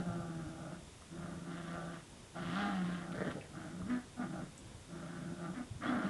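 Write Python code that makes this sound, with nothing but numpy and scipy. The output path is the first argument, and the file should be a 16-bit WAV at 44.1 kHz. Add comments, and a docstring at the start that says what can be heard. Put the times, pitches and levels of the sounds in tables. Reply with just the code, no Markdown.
"""A puppy growls in play with its mouth in a plush toy: unevenly beating vocal folds, often in strong-weak pairs,
send pulses and breath noise through chest, throat, mouth and lips; the roughest beats add a snarl.
A thin squeak slides up in the last growl; paws thud as short low rings, jaws and claws click.
A quiet carpeted room adds short decaying noise echoes, wavering household rumble and microphone hiss."""
import sys
import numpy as np
from scipy import signal
from scipy.fft import rfft, irfft, next_fast_len
from scipy.io import wavfile
from scipy.ndimage import uniform_filter1d, map_coordinates

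SR = 44100
rng = np.random.default_rng(int(sys.argv[2]) if len(sys.argv) > 2 else 0)


def store_wav(level_fs):
    """Save 16-bit WAV to argv[1]."""
    pcm = np.round(np.clip(np.atleast_2d(level_fs), -1, 1) * 32767)
    wavfile.write(sys.argv[1], SR, pcm.T.astype(np.int16))


def gain_from_db(level_db):
    """Convert decibel levels to linear amplitude factors (20 dB per decade)."""
    decades = np.asarray(level_db, float) / 20
    return 10 ** decades


N = 268921


def unit(x):
    """Scaled to rms 1."""
    return x / np.sqrt(np.mean(x ** 2) + 1e-20)


def along(points, hz):
    """Interpolates (f/Hz, value) points on a log frequency axis."""
    f, v = np.transpose(points)
    return np.interp(np.log(hz + 1), np.log(f + 1), v)


def wobble(rate_hz):
    """A smooth random curve, rate_hz knots a second."""
    knots = rng.standard_normal(int(N * rate_hz / SR) + 4)
    return map_coordinates(knots, [np.arange(N) * rate_hz / SR])


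def filtered(x, response):
    """x times a complex response of frequency."""
    m = next_fast_len(N + SR // 2)
    return irfft(rfft(x, m) * response(np.fft.rfftfreq(m, 1 / SR)), m)[..., :N]


def bandpass(f, center_hz, width_hz):
    """Response of one damped resonance, 1 at its center."""
    return 1j * f * width_hz / (center_hz ** 2 - f * f + 1j * f * width_hz)


def resonant(x, modes):
    """x through resonances of alternating sign, applied twice so that the valleys stay dark; rms 1."""
    def bank(f):
        return sum((-1) ** k * gain_from_db(db / 2) * bandpass(f, c, w) for k, (c, w, db) in enumerate(modes))
    return unit(filtered(x, lambda f: bank(f) ** 2))


# household rumble spectrum: f/Hz, relative density/dB
RUMBLE = [(12, -26), (20, -4.5), (86, 5), (306, -4), (548, -8.5), (849, -12.5), (982, -10.5), (1140, -14.5),
          (2900, -17.5), (3770, -16), (6380, -120)]
# microphone hiss spectrum: f/Hz, relative density/dB
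HISS = [(1710, -34), (2900, -8), (3490, -6), (4850, -2), (9260, -3), (10800, -5), (12100, -24),
        (15800, -52), (22000, -120)]


def room_tone():
    """Steady microphone hiss over a low household rumble that wavers: shaped Gaussian noises."""
    hiss_db, rumble_db = -64, -56
    waver_under_hz, waver_db, waver_rate_hz = 900, 1.86, 11

    def noise(spectrum):
        return unit(filtered(rng.standard_normal(N), lambda hz: gain_from_db(along(spectrum, hz))))
    rumble = noise(RUMBLE)
    low = filtered(rumble, lambda hz: 1 / (1 + (hz / waver_under_hz) ** 4))
    wavering = rumble - low + gain_from_db(waver_db * wobble(waver_rate_hz)) * low
    return gain_from_db(hiss_db) * noise(HISS) + gain_from_db(rumble_db) * wavering


# room decay: f/Hz, t60/s
WALLS = [(150, .2), (1000, .2), (5000, .12)]


def walls(x):
    """Room answer: a noise tail in which each frequency dies at its own speed."""
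    hz, t, z = signal.stft(rng.standard_normal(SR // 2), SR, nperseg=256)
    tail = signal.istft(z * gain_from_db(-60 * t / along(WALLS, hz)[:, None]), SR, nperseg=256)[1]
    delay = 250  # samples
    return signal.fftconvolve(np.pad(x, (delay, 0)), tail / np.linalg.norm(tail))[:N]


# paw thuds: t/s, relative level/dB, f/Hz
THUDS = [(0.096, -30, 109), (0.197, -33.5, 128), (0.373, -38, 104), (0.465, -33.5, 92.5), (0.825, -44, 80),
         (0.948, -51.5, 124), (1.498, -60, 97), (1.754, -43, 88), (2.478, -37, 113), (3.294, -39.5, 88.59),
         (3.824, -33, 93), (4.407, -50, 108.3), (4.646, -40.5, 97), (4.746, -39.5, 102),
         (5.709, -30.5, 101), (5.758, -33, 96)]


def paws():
    """A soft push on the boards under the carpet: a few low cycles."""
    gain_db, t60_s, onset_s = 2, .09, .005
    out, t = np.zeros(N + SR), np.arange(SR // 5) / SR
    for s, db, hz in THUDS:
        ring = -np.sin(2 * np.pi * hz * t) * gain_from_db(-60 * t / t60_s) * (1 - np.exp(-t / onset_s))
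        out[round(s * SR):][:len(t)] += gain_from_db(db + gain_db) * ring
    return out[:N]


# jaw and claw clicks: t/s, nominal level/dB, f/Hz
SMACKS = [(1.011, -59, 677), (1.021, -53, 1240), (3.818, -45.5, 1230), (5.811, -48, 1390),
          (3.412, -44, 2600), (4.579, -43, 7850), ]


def smacks():
    """Small wet clicks of jaws and claws: two close tones, damped."""
    out, t = np.zeros(N + SR), np.arange(SR // 50) / SR
    for s, db, hz in SMACKS:
        t60_s = 0.0047 + 39 / hz  # a fixed time plus 39 cycles
        ring = np.sin(2 * np.pi * hz * t) + 0.5 * np.sin(2 * np.pi * 0.91 * hz * t)
        out[round(s * SR):][:len(t)] += gain_from_db(db - 60 * t / t60_s) * (1 - np.exp(-t * hz / 0.26)) * ring
    return out[:N]


# squeaky streak in the last growl: t/s, level/dB, f/Hz
SQUEAK = [(5.845, -75, 3300), (5.856, -59, 3330), (5.89, -58, 3400), (5.93, -64, 3580), (5.95, -78, 3600)]


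def squeak():
    """A thin unsteady tone that slides up: a sine with jittered pitch and level."""
    t = np.arange(N) / SR
    s, db, hz = np.transpose(SQUEAK)
    pitch_hz = np.interp(t, s, hz) * (1 + .02 * wobble(300))
    level_db = np.interp(t, s, db, -120, -120) + 4 * wobble(80)
    return gain_from_db(level_db) * np.sin(2 * np.pi * np.cumsum(pitch_hz) / SR)


# vocal folds: t/s, f/Hz, roughness/0-1
FOLDS = [(0, 175, .2), (.25, 168, .22), (.45, 160, .3), (.6, 163, .5), (.8, 170, .45), (1.1, 160, .45),
         (1.22, 172, .35), (1.9, 169, .28), (2.02, 160, .35), (2.33, 166, .4), (2.52, 174, .35),
         (2.58, 202, .22), (2.69, 203, .22), (2.78, 182, .22), (3, 174, .4), (3.13, 167, .5),
         (3.15, 170, .85), (3.45, 155, .85), (3.55, 158, .5), (3.69, 150, .5), (3.78, 178, .5),
         (3.84, 182, .4), (3.905, 247, .2), (4.04, 251, .2), (4.17, 245, .25), (4.225, 243, .25),
         (4.245, 162, .5), (4.5, 162, .55), (4.88, 164, .5), (5.3, 170, .5), (5.45, 170, .3),
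         (5.52, 170, .3), (5.56, 248, .25), (5.66, 244, .3), (5.82, 246, .4), (5.94, 243, .45),
         (5.98, 218, .5), (6.1, 204, .42)]


def folds():
    """Fold beats: cycle count with pitch jitter that grows with roughness; octaves from resting pitch."""
    resting_hz = 165
    t = np.arange(N) / SR
    when, *columns = np.transpose(FOLDS)
    hz, rough = [np.interp(t, when, column) for column in columns]
    jitter = rough * (.06 * wobble(70) + .02 * wobble(15))
    cycles = np.cumsum(hz * (1 + jitter)) / SR
    return cycles, rough, np.log2(hz / resting_hz)


def glottis(cycles, rough):
    """Closing pulses, strong-weak and uneven when rough, mixed with one puff of air a cycle."""
    closing = np.flatnonzero(np.diff(np.floor(cycles)))
    strong_weak = 1 + np.minimum(1.1 * rough[closing], 1) * (-1.) ** np.arange(len(closing))
    pulses = np.zeros(N)
    pulses[closing] = strong_weak * gain_from_db(3.5 * rough[closing] * rng.standard_normal(N)[closing])
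    puffs = unit(np.exp(-3 * (cycles % 1)) * rng.standard_normal(N))
    air_share = np.clip(1.55 * rough, 0, 1)
    drive = np.sqrt(1 - air_share) * unit(pulses) + np.sqrt(air_share) * puffs
    return drive, puffs


# chest resonances: f/Hz, single-pass width/Hz, relative level/dB
CHEST = [(99, 82, -21), (240, 76, 2.5), (310, 43.5, 4.5), (451, 360, -14)]


def low_tones(effort_db, cycles, rough, octaves, drive):
    """Fundamental and octave of the folds, tones of the strong-weak pairs, and the chest resonances."""
    turn = 2 * np.pi * cycles
    first = gain_from_db(effort_db - 3.5 + 2 * rough)
    octave = gain_from_db(effort_db - 12 - 37.5 * octaves)
    chest = gain_from_db(effort_db - 14 + 12.5 * rough + 6 * octaves)
    sway = 1.4 * np.minimum(rough, .6) * wobble(55)  # pushes the fundamental early and late
    tones = first * np.sin(turn + sway)
    tones = tones + octave * gain_from_db(2.2 * wobble(40)) * np.sin(2 * turn + 1.32 * wobble(30))
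    uneven = drive - 0.5 * np.interp(cycles - 1, cycles, drive)  # differs from beat to beat
    pair = np.sin(1.5 * turn + 1.7 * wobble(30)) + gain_from_db(-19) * np.sin(turn / 2)
    pair_gain = gain_from_db(-7.5 - 65 * octaves)
    return tones + chest * (pair_gain * pair + gain_from_db(-1.5) * resonant(uneven, CHEST))


# throat resonances, jaw shut and open: f/Hz, single-pass width/Hz, relative level/dB
THROAT_SHUT = [(400, 29, 0.23), (600, 187, 9.5)]
THROAT_OPEN = [(661, 164, -5), (769, 153, 6.5)]


def throat(drive, gape):
    """Throat resonances, crossfaded from shut to open as the jaw opens."""
    shut, wide = resonant(drive, THROAT_SHUT), resonant(drive, THROAT_OPEN)
    return np.sqrt(1 - gape) * shut + np.sqrt(gape) * wide


# mouth resonances, full of plush and clear: f/Hz, single-pass width/Hz, relative level/dB
MUFFLED = [(1161, 340, 2.5), (1503, 220, 6.15)]
MOUTH = [(1300, 335, 2.2), (1600, 171, 9.65), (2083, 1140, 0.37)]


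def mouth(drive, clear):
    """Mouth resonances, crossfaded from plush to clear; little passes far above the edge."""
    edge_hz = 1650
    muffled, free = resonant(drive, MUFFLED), resonant(drive, MOUTH)
    mixed = np.sqrt(1 - clear) * muffled + np.sqrt(clear) * free
    return filtered(mixed, lambda f: 1 / np.sqrt(1 + (f / edge_hz) ** 9))


# lip resonance: f/Hz, single-pass width/Hz, relative level/dB
LIPS = [(2950, 1500, 0)]


def rasp(puffs, mouth_db, clear, rough, octaves):
    """Air past the lips: grows faster than the mouth level and with clear lips, falls with roughness and pitch."""
    level_db = -62.5 + 1.6 * (mouth_db + 45)
    level_db = level_db + 10 * (clear - .5) - 8 * (rough - .3) - 19 * octaves
    return gain_from_db(level_db) * resonant(puffs, LIPS)


# gullet resonances, lower and upper: f/Hz, single-pass width/Hz, relative level/dB
SNARL_LOW = [(500, 300, 0)]
SNARL = [(1205, 140, 0), (1745, 510, 0)]


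def snarl(puffs, effort_db, opening_db, rough):
    """Air puffs through a wide-open gullet when the folds beat at their roughest."""
    from_rough = 0.55
    level = gain_from_db(effort_db + 4.5) * np.clip((rough - from_rough) / (1 - from_rough), 0, 1)
    upper_gain = gain_from_db(np.minimum(opening_db + 4, 0))
    return level * (resonant(puffs, SNARL_LOW) + upper_gain * resonant(puffs, SNARL))


def nose(x):
    """The nose passages swallow a band: a partial notch."""
    hollow_hz, width_hz, depth = 980, 240, .6
    return filtered(x, lambda f: 1 - depth * bandpass(f, hollow_hz, width_hz))


# growls in stretches (a long growl may run on into the next list): t/s, effort level/dB,
# opening (upper voice over effort) level/dB, throat resonance f/Hz (steers the jaw), lips clear of plush/0-1
GROWLS = [
    [(0.0, -33.5, -5.5, 710, 0.1), (0.036, -51, 0.5, 670, 0.06), (0.08, -34.5, -12, 690, 0.2),
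     (0.102, -43, 0, 676, 0.03), (0.168, -38, -9, 630, 0.2), (0.21, -45.5, -2, 670, 0.04),
     (0.4, -42, -10.5, 640, 0.35)],
    [(0.4, -46.5, -7, 610, 0.4), (0.454, -43, -8, 630, 0.3), (0.47, -43.5, -8.5, 620, 0.35),
     (0.546, -48, -6, 660, 0.06), (0.616, -49.5, -2.5, 612, 0.05), (0.668, -47, -2.5, 633, 0.2),
     (0.75, -47.5, -3, 597, 0.3), (0.802, -55, -13, 582, 0.1), (0.83, -72, -23, 600, 0.45)],
    [(1.09, -62, -4, 688, 0.45), (1.138, -47, -10, 596, 0.4), (1.234, -46, -3.5, 680, 0.48),
     (1.426, -47.5, -10, 590, 0.3), (1.508, -43.5, -3.5, 750, 0.5), (1.574, -46.5, -2.5, 640, 0.62),
     (1.68, -45.5, -1.5, 630, 0.52), (1.77, -45.5, 2, 660, 0.2), (1.87, -46, 0, 686, 0.15),
     (1.948, -46, -2, 676, 0.5), (1.998, -55.5, -2, 630, 0.7), (2.03, -76, 6, 667, 0.45)],
    [(2.33, -57, -7, 662, 0.45), (2.36, -45.5, 3.5, 720, 0.26), (2.512, -41, -4.5, 690, 0.9),
     (2.582, -38, 1, 780, 0.63), (2.686, -34, -2.5, 785, 0.4), (2.716, -40, 0, 770, 0.42),
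     (2.846, -37.5, -8, 720, 0.54), (3.052, -48.5, 0.5, 690, 0.65), (3.12, -41, -7, 684, 0)],
    [(3.12, -47, -4, 630, 1), (3.14, -38, -18, 587, 0.8), (3.154, -44, -6, 573, 0.9),
     (3.188, -40.5, -9, 530, 0.8), (3.215, -41, -4.5, 540, 0.72), (3.23, -47.5, -7, 550, 0.8),
     (3.264, -45.5, -0.5, 566, 0.95), (3.288, -42, -11, 586, 1), (3.316, -53.5, 9, 590, 0.91),
     (3.335, -65, -20, 596, 0.6), (3.355, -44.5, -14, 560, 0.5), (3.386, -49.5, -16, 550, 0.4),
     (3.405, -65, -6, 546, 0.8), (3.46, -59, 1, 597, 0.8)],
    [(3.51, -59, -3, 755, 0.4), (3.57, -45.5, -2, 770, 0.5), (3.682, -50, -2, 685, 0.53),
     (3.754, -46, -11, 636, 0.2), (3.85, -43, -16, 621, 0.5), (3.902, -33.5, -14, 640, 0.9),
     (3.952, -34.5, -11, 594, 0.92), (3.98, -41, -10, 730, 0.7), (4.03, -79, 16, 721, 1)],
    [(4.17, -53, 2.5, 690, 0.3), (4.2, -33.5, -14.5, 710, 0.1), (4.216, -35, -6.5, 726, 0.45),
     (4.288, -47.5, -8, 670, 0.4), (4.342, -42, -6.5, 706, 0.43), (4.398, -46, -3, 635, 0.36),
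     (4.454, -48, -9, 604, 0.7), (4.5, -69, -9, 603, 0.4)],
    [(4.87, -60, -8, 630, 0.4), (4.916, -47, -6.5, 637, 0.26), (5.032, -46.5, -3, 620, 0.3),
     (5.148, -45.5, -5.5, 624, 0.5), (5.368, -46, -9, 607, 0.27), (5.446, -43.5, -1.5, 696, 0.4),
     (5.504, -43, -8.5, 686, 0), (5.54, -57, 0, 668, 0.5)],
    [(5.54, -49.5, -0.5, 730, 0.7), (5.582, -38, -12, 690, 1), (5.614, -41, -9, 700, 0.47),
     (5.642, -64, -13, 674, 0.8), (5.67, -50, -10, 658, 0.45)],
    [(5.8, -44.5, -22, 660, 0.4), (5.824, -41.5, -6.5, 615, 1), (5.84, -43, 5, 615, 0.6),
     (5.855, -40, 6, 610, 0.4), (5.875, -36, -5, 630, 0.93), (5.9, -33.5, -3, 676, 0.57),
     (5.97, -34.5, -4.5, 670, 0.54), (6.01, -37, -2, 664, 0.4), (6.046, -34, -4.5, 655, 0.58),
     (6.098, -43.5, -2.5, 657, 0.7)],
]


def throb_gain(rough):
    """Loose tissue flaps over the folds, restarting with each stretch of growling; rough beats vary in level."""
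    flap_hz = 30.5
    t = np.arange(N) / SR
    starts = np.array([stretch[0][0] for stretch in GROWLS])
    since_s = t - starts[np.maximum(np.searchsorted(starts, t, 'right') - 1, 0)]
    flap = np.abs(np.cos(np.pi * (flap_hz * since_s + .06 * wobble(8))))
    flutter = gain_from_db(np.minimum(rough, .45) * (3.2 * wobble(40) + .7 * wobble(14)))
    return flutter * (1 - np.minimum(1.6 * rough, .9) * (1 - flap) ** 1.5)


def growl():
    """Low tones of the folds, and their closing pulses with breath noise through the airway."""
    t = np.arange(N) / SR
    s, *columns = np.transpose([row for stretch in GROWLS for row in stretch])
    effort_db, opening_db, throat_hz, clear = [np.interp(t, s, column) for column in columns]
    sounding = sum((t >= stretch[0][0]) & (t <= stretch[-1][0]) for stretch in GROWLS)
    sounding = uniform_filter1d(np.minimum(sounding, 1.), SR // 50)
    gape = np.clip((throat_hz - 500) / 300 + 0.059 * wobble(14), 0, 1)  # jaw opening lifts the resonance
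    clear = np.clip(clear + 0.069 * wobble(16), 0, 1)  # chewing keeps the mouth moving
    cycles, rough, octaves = folds()
    throb = throb_gain(rough)
    drive, puffs = glottis(cycles, rough)
    tones = low_tones(effort_db, cycles, rough, octaves, drive)
    upper_db = effort_db + opening_db
    mouth_db = upper_db - 3 + 12 * clear
    upper = gain_from_db(upper_db + 1 - 10.5 * clear) * throat(drive, gape)
    upper = upper + gain_from_db(mouth_db) * mouth(drive, clear)
    upper = upper + rasp(puffs, mouth_db, clear, rough, octaves)
    upper = nose(upper + throb ** 0.4 * snarl(puffs, effort_db, opening_db, rough))
    # the upper voice throbs less
    return sounding * (gain_from_db(3.0) * throb * tones + gain_from_db(-3.0) * throb ** 0.52 * upper)


def scene():
    """Puppy in the room, over the room tone."""
    near = growl() + paws() + smacks() + squeak()
    return (near + gain_from_db(-4.0) * walls(near) + room_tone())[None]


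def roll_off(x):
    """The treble ends steeply here."""
    return signal.sosfilt(signal.butter(12, 12270, fs=SR, output="sos"), x)


def record(dry):
    """Delivers the finished mix."""
    return roll_off(dry)


dry = scene()
out = record(dry)
store_wav(out)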